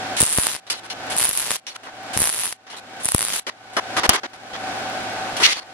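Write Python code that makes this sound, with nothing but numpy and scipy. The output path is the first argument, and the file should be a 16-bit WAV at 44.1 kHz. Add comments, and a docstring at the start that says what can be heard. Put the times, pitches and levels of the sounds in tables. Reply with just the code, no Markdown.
"""A welder's fan drones, then gas puffs and an arc spits rapid sparks over a fizz: steel bars are being
tack-welded on a steel bench, heard speeded up as short pieces of sound spliced end to end.
Each spark is the wire shorting and the arc re-striking; now and then molten wire bursts with a thump.
Between the four welds the bars scrape and ring, and after them a hammer lands once.
The drone sinks at each loud sound and climbs back."""
import sys
import numpy as np
from scipy.fft import rfft, irfft, next_fast_len
from scipy.io import wavfile
from scipy.ndimage import uniform_filter1d

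SR = 44100
rng = np.random.default_rng(int(sys.argv[2]) if len(sys.argv) > 2 else 0)


def unload_wav(signal):
    """Save mono or channel-first audio to the path in sys.argv[1] as 16-bit WAV at rate SR, clipped to [-1, 1]."""
    wavfile.write(
        sys.argv[1],
        SR,
        np.round(np.clip(np.atleast_2d(signal).T, -1, 1) * 32767).astype(np.int16),
    )


N = 252693
PIECE = 1470  # samples in one spliced piece

# pitch of the high ring in the snaps and sizzle, drifting over time: time_s, pitch_hz
SNAP_PITCH = [(.2, 8970), (.35, 9680), (.55, 9630), (1.17, 9610), (1.32, 10450), (1.55, 10220),
              (2.2, 10060), (2.5, 10090), (3.05, 9600), (3.4, 10300)]
# arc envelopes, one list a weld: time_s, small_snap_db, hiss_db
WELDS = [
    [(.2, -12, -24.5), (.26, -14, -32.5), (.42, -9.5, -30), (.47, -21, -29), (.566, -27, -37)],
    [(1.167, -13, -35.5), (1.24, -9, -27.5), (1.33, -20, -37), (1.4, -12.5, -30), (1.46, -28, -32.5),
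     (1.566, -29, -29)],
    [(2.167, -15, -36.5), (2.22, -9.5, -28), (2.32, -13.5, -34), (2.45, -15, -33), (2.533, -25, -38.5)],
    [(3.034, -13, -37), (3.16, -18, -35.5), (3.22, -14, -32), (3.29, -23, -34), (3.35, -17, -28.5),
     (3.4, -23, -31.5)],
]


def amp(db):
    """Gain of a level in dB."""
    return 10 ** (np.asarray(db) / 20)


def unit(x):
    """Rms 1 along the last axis."""
    return x / np.sqrt(np.mean(x ** 2, axis=-1, keepdims=True) + 1e-20)


def eq_gain(curve, hz):
    """Gain of an EQ curve drawn through (freq_hz, level_db) points on a log frequency axis."""
    freq_hz, level_db = np.transpose(curve)
    return amp(np.interp(np.log(hz + 1), np.log(freq_hz + 1), level_db))


def filtered(x, response):
    """x shaped by a gain that depends on frequency."""
    size = next_fast_len(x.shape[-1] + 4096)
    return irfft(rfft(x, size) * response(np.fft.rfftfreq(size, 1 / SR)), size)[..., :x.shape[-1]]


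def spliced(x):
    """Every piece comes from another moment, so the joints click."""
    n = np.arange(N)
    start = rng.integers(0, N - PIECE, N // PIECE + 1)
    return x[..., start[n // PIECE] + n % PIECE]


def fan():
    """Air rush and blade tones; the level holds inside a piece, the tones slip in phase at each joint."""
    # colour of the rushing air: freq_hz, level_db
    air_eq = [(24, -59), (40, -22), (75, -24), (104, -19.5), (144, -17.5), (249, -8), (455, -12), (751, -2),
              (965, -13.5), (1550, -11), (2150, -17), (2320, -16), (4680, -23), (10200, -35), (16000, -57)]
    # blade tones: pitch_hz, level_over_drone_db, phase_slip_rad
    blade_tones = [(110.5, -21, 0.12), (760, -7, .6), (885, -20.5, 0.53), (1500, -14, 0.8),
                   (1597, -19.5, 0.87), (2230, -22, .8)]
    n = np.arange(N)
    piece = n // PIECE
    air = filtered(rng.standard_normal((2, N)), lambda hz: eq_gain(air_eq, hz))
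    out = amp(-1.5) * spliced(unit(air))
    for hz, tone_db, slip in blade_tones:
        phase = np.cumsum(slip * rng.standard_normal(N // PIECE + 1))[piece]
        sway = amp(1.4 * rng.standard_normal(N // PIECE + 1))[piece]
        out[0] += np.sqrt(2) * amp(tone_db) * sway * np.sin(2 * np.pi * hz * n / SR + phase)
    return amp(ducked_drone_db((piece + .5) * PIECE / SR)) * out


def ducked_drone_db(t):
    """The drone drops at each listed dip, sinks to a floor and climbs back at a steady pace."""
    # where the drone gives way to loud sounds: fall_s, climb_s, floor_db
    dips = [(0.17, 0.55, -55.5), (1.172, 1.599, -57), (2.163, 2.568, -56), (3.031, 3.45, -53.5),
            (4.0, 4.07, -35.5), (4.103, 4.3, -47), (5.44, 5.5, -51.5)]
    full_db, drop_db, sink_db_per_s, climb_db_per_s = -29.0, 11.5, 131.5, 47
    db = np.full(len(t), full_db)
    for fall_s, climb_s, floor_db in dips:
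        sinking = full_db - drop_db - sink_db_per_s * (t - fall_s)
        climbing = floor_db + climb_db_per_s * np.maximum(t - climb_s, 0)
        db = np.where(t > fall_s, np.minimum(np.maximum(sinking, climbing), full_db), db)
    return db


def grit_on_steel(rows):
    """Gritty noise with one resonant peak over ringing bar modes, one spliced piece a row."""
    # body of the bench top: freq_hz, level_db
    body_eq = [(50, -44), (120, -18), (250, -3.5), (1000, 2), (2000, -3.5), (4000, -50)]
    # an edge scraping on plate: freq_hz, level_db
    scrape_eq = [(700, -18.5), (2000, 2.5), (3500, 2), (6500, -5.5), (11000, -44)]
    # sheen of the finest grit: freq_hz, level_db
    sheen_eq = [(4000, -15.5), (7500, 3), (10500, 3.5), (13000, -16.5), (16000, -36)]
    # modes of the steel bars: pitch_hz, t60_s, level_db
    bar_modes = [(2950, 0.96, -1.5), (3370, 0.46, -3.5), (4220, 0.38, -4), (5040, 0.43, -6.5),
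                 (5800, .4, -4.5), (6930, 0.36, -14.5), (7600, 0.33, -14.5), (8000, .3, -14.5),
                 (8450, .3, -15), (9700, .3, -21.5), (10140, 0.25, -5.5), (10900, .3, -15)]
    out = np.zeros((2, N + PIECE))
    hz, t = np.fft.rfftfreq(2 * PIECE, 1 / SR), np.arange(PIECE) / SR
    body, scrape, sheen = [unit(eq_gain(curve, hz)) for curve in (body_eq, scrape_eq, sheen_eq)]
    for start_s, level_db, body_db, sheen_db, swell_db, ring_hz, ring_db, bar_db in rows:
        resonance = amp(2 * (ring_db + 13.5)) / (1 + ((hz - ring_hz) / (0.03 * ring_hz)) ** 2)
        power = (amp(body_db) * body) ** 2 + scrape ** 2 + (amp(sheen_db) * sheen) ** 2 + resonance
        grit = amp(1.9 * unit(uniform_filter1d(rng.standard_normal(2 * PIECE), size=20)))
        noise = unit(grit * rng.standard_normal((2, 2 * PIECE)))
        piece = irfft(rfft(noise) * np.sqrt(power))[:, :PIECE]
        for mode_hz, t60, mode_db in bar_modes:
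            lift_db = (mode_hz > 7000) * 0.45 * (sheen_db + 11.5)  # high modes follow the finest grit
            onset_db = bar_db - 4.5 + mode_db + lift_db + rng.normal(0, 1.1)
            cycles = mode_hz * rng.normal(1, 0.0052) * t + rng.random((2, 1))
            piece += amp(onset_db - 60 * t / t60) * np.sin(2 * np.pi * cycles)
        i = round(start_s * SR / PIECE) * PIECE
        out[:, i:i + PIECE] = amp(level_db + swell_db * np.linspace(-.5, .5, PIECE)) * piece
    return out[:, :N]


def gas():
    """Shielding gas hisses before and after each weld, always in the same colour."""
    # puffs of gas: start_s, level_db, swell_db
    puffs = [(0.167, -27.5, 1), (0.567, -47, -8), (1.1, -33.5, 2), (1.133, -38, -2), (1.567, -50, -7),
             (2.133, -35, -2), (2.533, -57.5, -8), (3.0, -44.5, 3), (3.4, -54.5, -9.5)]
    body_db, sheen_db, ring_hz, ring_db, bar_db = -7.5, -2.5, 3500, -15, -8
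    return grit_on_steel([(start_s, level_db, body_db, sheen_db, swell_db, ring_hz, ring_db, bar_db)
                          for start_s, level_db, swell_db in puffs])


def fizz_gains():
    """Sizzle and hiss gains: flickering from piece to piece of a weld, silent between welds."""
    sizzle_base_db, snap_share, flicker_db = -27.5, 0.65, 1.32
    t = (np.arange(N // PIECE + 1) + .5) * PIECE / SR
    time_s, snap_db, hiss_db = np.transpose(sum(WELDS, []))
    burning = sum((t > weld[0][0]) & (t < weld[-1][0]) for weld in WELDS)
    sizzle_db = sizzle_base_db + snap_share * np.interp(t, time_s, snap_db)
    db = np.array([sizzle_db, np.interp(t, time_s, hiss_db)])
    gains = burning * amp(db + flicker_db * rng.standard_normal(db.shape))
    return np.repeat(gains, PIECE, axis=1)[:, :N]


def fizz():
    """The arc's broad hiss and a narrow sizzle at the snaps' pitch, in bursts of a millisecond or two."""
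    # colour of the arc's hiss: freq_hz, level_db
    hiss_eq = [(60, -48.5), (120, -13), (900, -4.5), (2000, -4.5), (3200, -1), (5300, -6), (7500, -3.5),
               (10500, -2), (11500, -6), (14000, -16), (16000, -41.5)]
    sizzle_gain, hiss_gain = fizz_gains()
    bursts = amp(3 * unit(uniform_filter1d(rng.standard_normal(N), size=50)))
    hiss = filtered(bursts * rng.standard_normal((2, N)), lambda hz: eq_gain(hiss_eq, hz))
    ring_hz = np.interp(np.arange(N) / SR, *np.transpose(SNAP_PITCH))
    phase = 2 * np.pi * np.cumsum(ring_hz) / SR
    low_noise = filtered(rng.standard_normal((2, 2, N)), lambda hz: np.exp(-(hz / 1000) ** 2))
    sizzle = bursts * (low_noise[0] * np.sin(phase) + low_noise[1] * np.cos(phase))
    return sizzle_gain * unit(sizzle) + hiss_gain * unit(hiss)


def short_circuits():
    """Cue list of the loud sparks, plus small ones that fill the gaps at the pace of the buzz."""
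    # the wire's loudest short circuits: start_s, snap_db, crack_over_snap_db
    loud_sparks = [(0.204, 3.5, -11), (0.209, 3.5, -12), (0.2173, 5, -7.5), (0.228, -3, -24),
                   (0.2361, -0.5, -10), (0.243, -9, -7), (0.253, -8.1, -16), (0.2647, -7, -27.4),
                   (0.278, -11, -9), (0.2993, -12, -11.3), (0.3273, -7, -12), (0.339, -10.5, -12),
                   (0.3528, -12, -10), (0.3691, -11, -9), (0.376, -1, -11), (0.385, -6, -2.5),
                   (0.3972, -7, -12), (0.426, -8.5, -11), (0.435, -11.5, -5), (0.4504, -13, -8),
                   (0.4686, -2, -5), (0.48, -18, -2), (0.5087, -23, -2), (0.527, -26, 1.7), (0.544, -26, 6),
                   (0.5644, -24.5, 4.5), (1.1665, -8, -8), (1.184, -5.5, -21), (1.1895, -6.7, -12),
                   (1.198, -3.5, -9), (1.2044, -10, -4), (1.2131, -6.5, -8), (1.2216, -5, -9),
                   (1.2285, -4.5, -7), (1.2391, -4, -13), (1.2463, -4.5, -10), (1.253, -2, -10.5),
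                   (1.2786, -11.5, -11), (1.2921, -4.5, -19), (1.312, -12.5, -2), (1.3192, -21, -5),
                   (1.3312, -10.5, -14), (1.3521, -13, -7.6), (1.3751, -3.5, -11), (1.398, -11, -6.5),
                   (1.4267, -17, -2), (1.4731, -17.5, -1), (1.507, -9, 0.5), (1.516, -7, -4.5),
                   (1.5247, -21, 2.5), (1.5341, -28, 5), (1.5467, -23, 3.5), (1.566, -28, 6),
                   (1.762, -30, 0), (2.175, -4, -3), (2.19, -7, -13), (2.1984, -9, -17),
                   (2.2033, -2, -17.5), (2.218, 0, -13), (2.2291, -9, -3.5), (2.2408, -4, -7.5),
                   (2.2556, -5.5, -6.5), (2.2735, -5, -4.5), (2.2933, -7.5, -4.5), (2.2997, -9.5, -8.5),
                   (2.3278, -13, -8), (2.3392, -12.5, -6.5), (2.3457, -12, -8), (2.357, -21.5, -1.5),
                   (2.3635, -16.5, -6.5), (2.377, -14, -10), (2.3967, -9.5, -9), (2.4066, -17, -6.7),
                   (2.414, -17, -3), (2.4357, -12, -4), (2.4557, -10.5, -6.5), (2.4674, -13.5, -4),
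                   (2.477, -17, -4), (2.4841, -24.5, -2), (2.4914, -20, -12), (2.509, -27.5, 3),
                   (2.526, -17, 1), (3.0476, -7.5, -18), (3.0561, -3, -12.5), (3.0641, -12.5, -7),
                   (3.0878, -5, -6.5), (3.1198, -4.5, -11), (3.147, 3, -5.5), (3.1622, -10, -10),
                   (3.1816, -7, -9), (3.1922, -8, -8), (3.208, -8, -3.5), (3.218, -8, -7), (3.2273, -7, -5),
                   (3.241, -18, -1.5), (3.2506, -7, -9), (3.2846, -9, -8.5), (3.303, -18.5, 1.5),
                   (3.3245, -23.5, 7.5), (3.3396, -17.5, 2), (3.3607, -12, -4), (3.3736, -23.5, 4),
                   (3.3957, -27, 5)]
    # stretches of unbroken buzzing: start_s, end_s, spark_gap_s
    buzzes = [(.2, .57, .0078), (1.165, 1.32, .0082), (1.345, 1.57, .0078), (2.17, 2.302, .0066),
              (2.37, 2.41, .0066), (2.43, 2.46, .0066), (3.18, 3.4, .0095)]
    jitter_s, snap_scatter_db, mean_crack_db, crack_scatter_db = .0008, 1.5, -21, 2.5
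    loud_s = np.array(loud_sparks)[:, 0]
    small_s = np.concatenate([np.linspace(a, b, max(round((b - a) / gap_s), 1), endpoint=False)[1:]
                              for a, b in zip(loud_s, loud_s[1:])
                              for start_s, end_s, gap_s in buzzes if start_s < a and b < end_s])
    time_draw, snap_draw, crack_draw = rng.standard_normal((len(small_s), 3)).T
    time_s, arc_db, _ = np.transpose(sum(WELDS, []))
    snap_db = np.interp(small_s, time_s, arc_db) + snap_scatter_db * snap_draw
    crack_db = mean_crack_db + crack_scatter_db * crack_draw
    return loud_sparks + list(zip(small_s + jitter_s * time_draw, snap_db, crack_db - snap_db))


def sparks():
    """The wire touches with a tick; the arc re-strikes with a crack and a snap; the bench top answers."""
    # the two twins carry the snap a quarter turn apart: phase_rad
    twin_phase = [
        [0],
        [np.pi / 2],
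    ]
    lead = 80  # samples from the wire's touch to the re-strike
    out, n = np.zeros((2, N + SR)), np.arange(1000)
    t = np.maximum(n - lead, 0) / SR
    cues = short_circuits()
    noise = rng.standard_normal((len(cues), 2, 2, len(n)))
    grains = unit(uniform_filter1d(noise, size=12))
    push_age = t / .00008
    push = -push_age * (1 - .5 * push_age) * np.exp(1 - push_age) * 1.85  # the crack's pressure pulse
    touch = amp(-17) * np.exp(-((n - 15) / 12) ** 2)
    strike = 1.3 * amp(-60 * t / .0026) * (1 - np.exp(-t / .00003))
    tail_attack = 1 - np.exp(-t / .0003)
    for (start_s, snap_db, crack_db), grain, chance in zip(cues, grains, noise[:, 0, :, :3]):
        snap_hz = np.interp(start_s, *np.transpose(SNAP_PITCH)) + 350 * chance[0, 0]
        envelope = strike + grain[0] * (touch + amp(-6.0 - 60 * t / 0.0067) * tail_attack)
        snap = -envelope * np.sin(2 * np.pi * snap_hz * (n - lead) / SR + .5 * chance[0, 1] + twin_phase)
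        edge = -.7 * amp(-60 * t / 0.0022) * np.sin(2 * np.pi * (5200 + 800 * chance[:, 2:]) * t)
        tail = 0.23 * tail_attack * grain[1] * amp(-60 * t / 0.01)
        crack = push * [[1], [0.2 * chance[1, 0]]] + edge + tail
        spark = snap + amp(crack_db) * crack
        spark += 0.11 * np.roll(spark, 48, axis=1)  # echo of the bench top
        i = round(start_s * SR) - lead
        out[:, i:i + len(n)] += amp(snap_db) * spark
    return out[:, :N]


def pops():
    """Molten wire bursts: a pressure jump that swings back under zero."""
    # thumps of bursting wire: start_s, level_db
    bursts = [(0.2096, -7.5), (0.228, -4), (0.385, -2.5), (1.2134, -18), (1.2922, -22.5), (2.1664, -9.5),
              (2.1749, -17), (2.19, -17), (2.2039, -13), (2.218, -10), (3.0572, -19.5), (3.148, 1.5)]
    out, t = np.zeros((2, N)), np.arange(1000) / SR
    swing_s, attack_s = 0.0021, 0.000199
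    thump = (1 - t / swing_s) * np.exp(-t / swing_s) * (1 - np.exp(-t / attack_s))
    side = amp(0.5) * (thump - np.roll(thump, 60))  # the far side hears it later
    for start_s, level_db in bursts:
        i = round(start_s * SR)
        out[:, i:i + len(t)] += amp(level_db) * np.array([thump, side])
    return out


def scraping_bars():
    """Friction of bars and tools on the bench; a contact rings harder the more the bench sounds."""
    # contacts: start_s, level_db, body_db, sheen_db, swell_db, ring_hz, bar_db
    contacts = [(0.667, -48, -0.5, -11, -4, 3880, -10), (0.7, -30, -7, -2.5, -7.5, 4950, -3),
                (0.733, -41, 1, -14, -4, 4263, 1), (0.767, -46.5, -2, -6, 1, 3930, 1),
                (0.833, -47, 2.5, -8, 8, 1528, -8), (0.9, -38, -4, -18, -4, 2920, 7),
                (1.667, -38, -10, -13, -4, 5640, -2), (1.7, -47, -2, -11, -5, 4330, -1),
                (1.733, -47, -2.5, -11.5, 23, 1360, -6), (1.833, -49.5, 4.5, -8, 0, 2920, -10),
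                (1.867, -49.5, 11, -16, -5, 1119, -10), (2.667, -50.5, 2.5, -18, -2, 1614, -10),
                (2.7, -44, -2.5, -11, 1.4, 2060, 1.5), (2.733, -47, 6, -15.5, -5, 3300, -1),
                (2.767, -45, 0.5, -5, -5, 3930, -12), (3.467, -34.5, 3, -13, -1, 1965, -2),
                (3.5, -55, 4, -22, -8, 1916, -10), (3.733, -51, -4, -4, -8, 2153, -10),
                (3.767, -34, 12.5, -17, -7, 1340, 7.5), (3.967, -26, 3, -9, -3.5, 1227, -10),
                (4.0, -38, 3.5, -30.5, -6, 1880, -14), (4.033, -26.5, 5.5, -11.9, 0, 2170, -7),
                (4.1, -29, 2.5, -16, -10, 3080, -12), (4.133, -26, 3, -8.5, -1, 2120, -6),
                (4.167, -37.5, 3.5, -19, -6, 1227, -10), (4.233, -37.5, 6, -24, -3, 1470, -15),
                (4.333, -49.2, 2.5, -10, -4, 1614, -10), (4.533, -40, 4.5, -23, 0, 3300, -3),
                (5.367, -34.5, -7, -6.5, -9, 3208, 1), (5.4, -27.5, 3.5, -8.5, 7.5, 2150, -2),
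                (5.433, -14, -18, -21, 4, 2840, -1.5), (5.467, -24, -7.5, -15, -1, 2084, -14),
                (5.5, -24.1, -12.5, -13.5, 3, 2066, -9), (5.533, -35, -8, -16, -4, 3423, -12),
                (5.567, -37.5, -0.5, -12, -1.2, 4457, -15.5), (5.6, -53.5, 4, -12, 5, 4349, -12)]
    ring_base_db, body_share = 1.9, 0.29
    return grit_on_steel([
        (start_s, db, body_db, sheen_db, swell_db, ring_hz, ring_base_db + body_share * body_db, bar_db)
        for start_s, db, body_db, sheen_db, swell_db, ring_hz, bar_db in contacts])


def hammer():
    """One blow on bar and bench, a noisy smack and a short ring, cut off by the next joint."""
    # the blow: start_s, level_db
    blow = (4.0925, 2.6)
    # modes of the struck bench: pitch_hz, level_db, t60_s
    bench_modes = [(70, -10.5, 0.023), (240, -7.5, 0.016), (512, -16, 0.028), (730, -5, 0.025),
                   (1200, -1.5, 0.018), (1500, -6, 0.015), (3080, -18.5, 0.045), (4830, -13.5, 0.034),
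                   (9300, -11.5, 0.039), (10360, -13.5, 0.029)]
    start_s, level_db = blow
    i = round(start_s * SR)
    t = np.arange(PIECE - i % PIECE) / SR
    ring = sum(amp(db - 60 * t / t60) * np.sin(2 * np.pi * hz * t + rng.uniform(0, 1, (2, 1)))
               for hz, db, t60 in bench_modes)
    smack = 1.1 * amp(-60 * t / 0.018) * rng.standard_normal((2, len(t)))
    out = np.zeros((2, N))
    out[:, i:i + len(t)] = amp(level_db) * (ring + smack)
    return out


def scene():
    """Each source comes as two twins: one is the mid, the other the side, stronger in the treble."""
    # how sharp blows reach the listener: freq_hz, gain_db
    blow_eq = [(20, -9), (80, -1.5), (5500, 1), (10700, -0.5), (11800, -5), (13000, -9), (16000, -14.5)]
    # stereo width: freq_hz, side_gain_db
    width_eq = [(60, -11), (110, -11.5), (200, -15.5), (380, -13), (700, -7.5), (1290, -0.5), (2380, 0.5),
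                (4400, 3), (8120, 3), (15000, 3.5)]
    blows = filtered(sparks() + pops() + hammer(), lambda hz: eq_gain(blow_eq, hz))
    mid, twin = fan() + fizz() + gas() + scraping_bars() + blows
    side = filtered(twin, lambda hz: eq_gain(width_eq, hz))
    return np.array([mid + side, mid - side])


def record(dry):
    """A soft clip rounds the peaks, then a steep low-pass cuts the extreme treble."""
    ceiling, top_hz = 0.87, 16000
    clipped = dry / (1 + np.abs(dry / ceiling) ** 6) ** (1 / 6)
    return filtered(clipped, lambda hz: np.clip((top_hz - hz) / 500 + .5, 0, 1) ** 2)


dry = scene()
out = record(dry)
unload_wav(out)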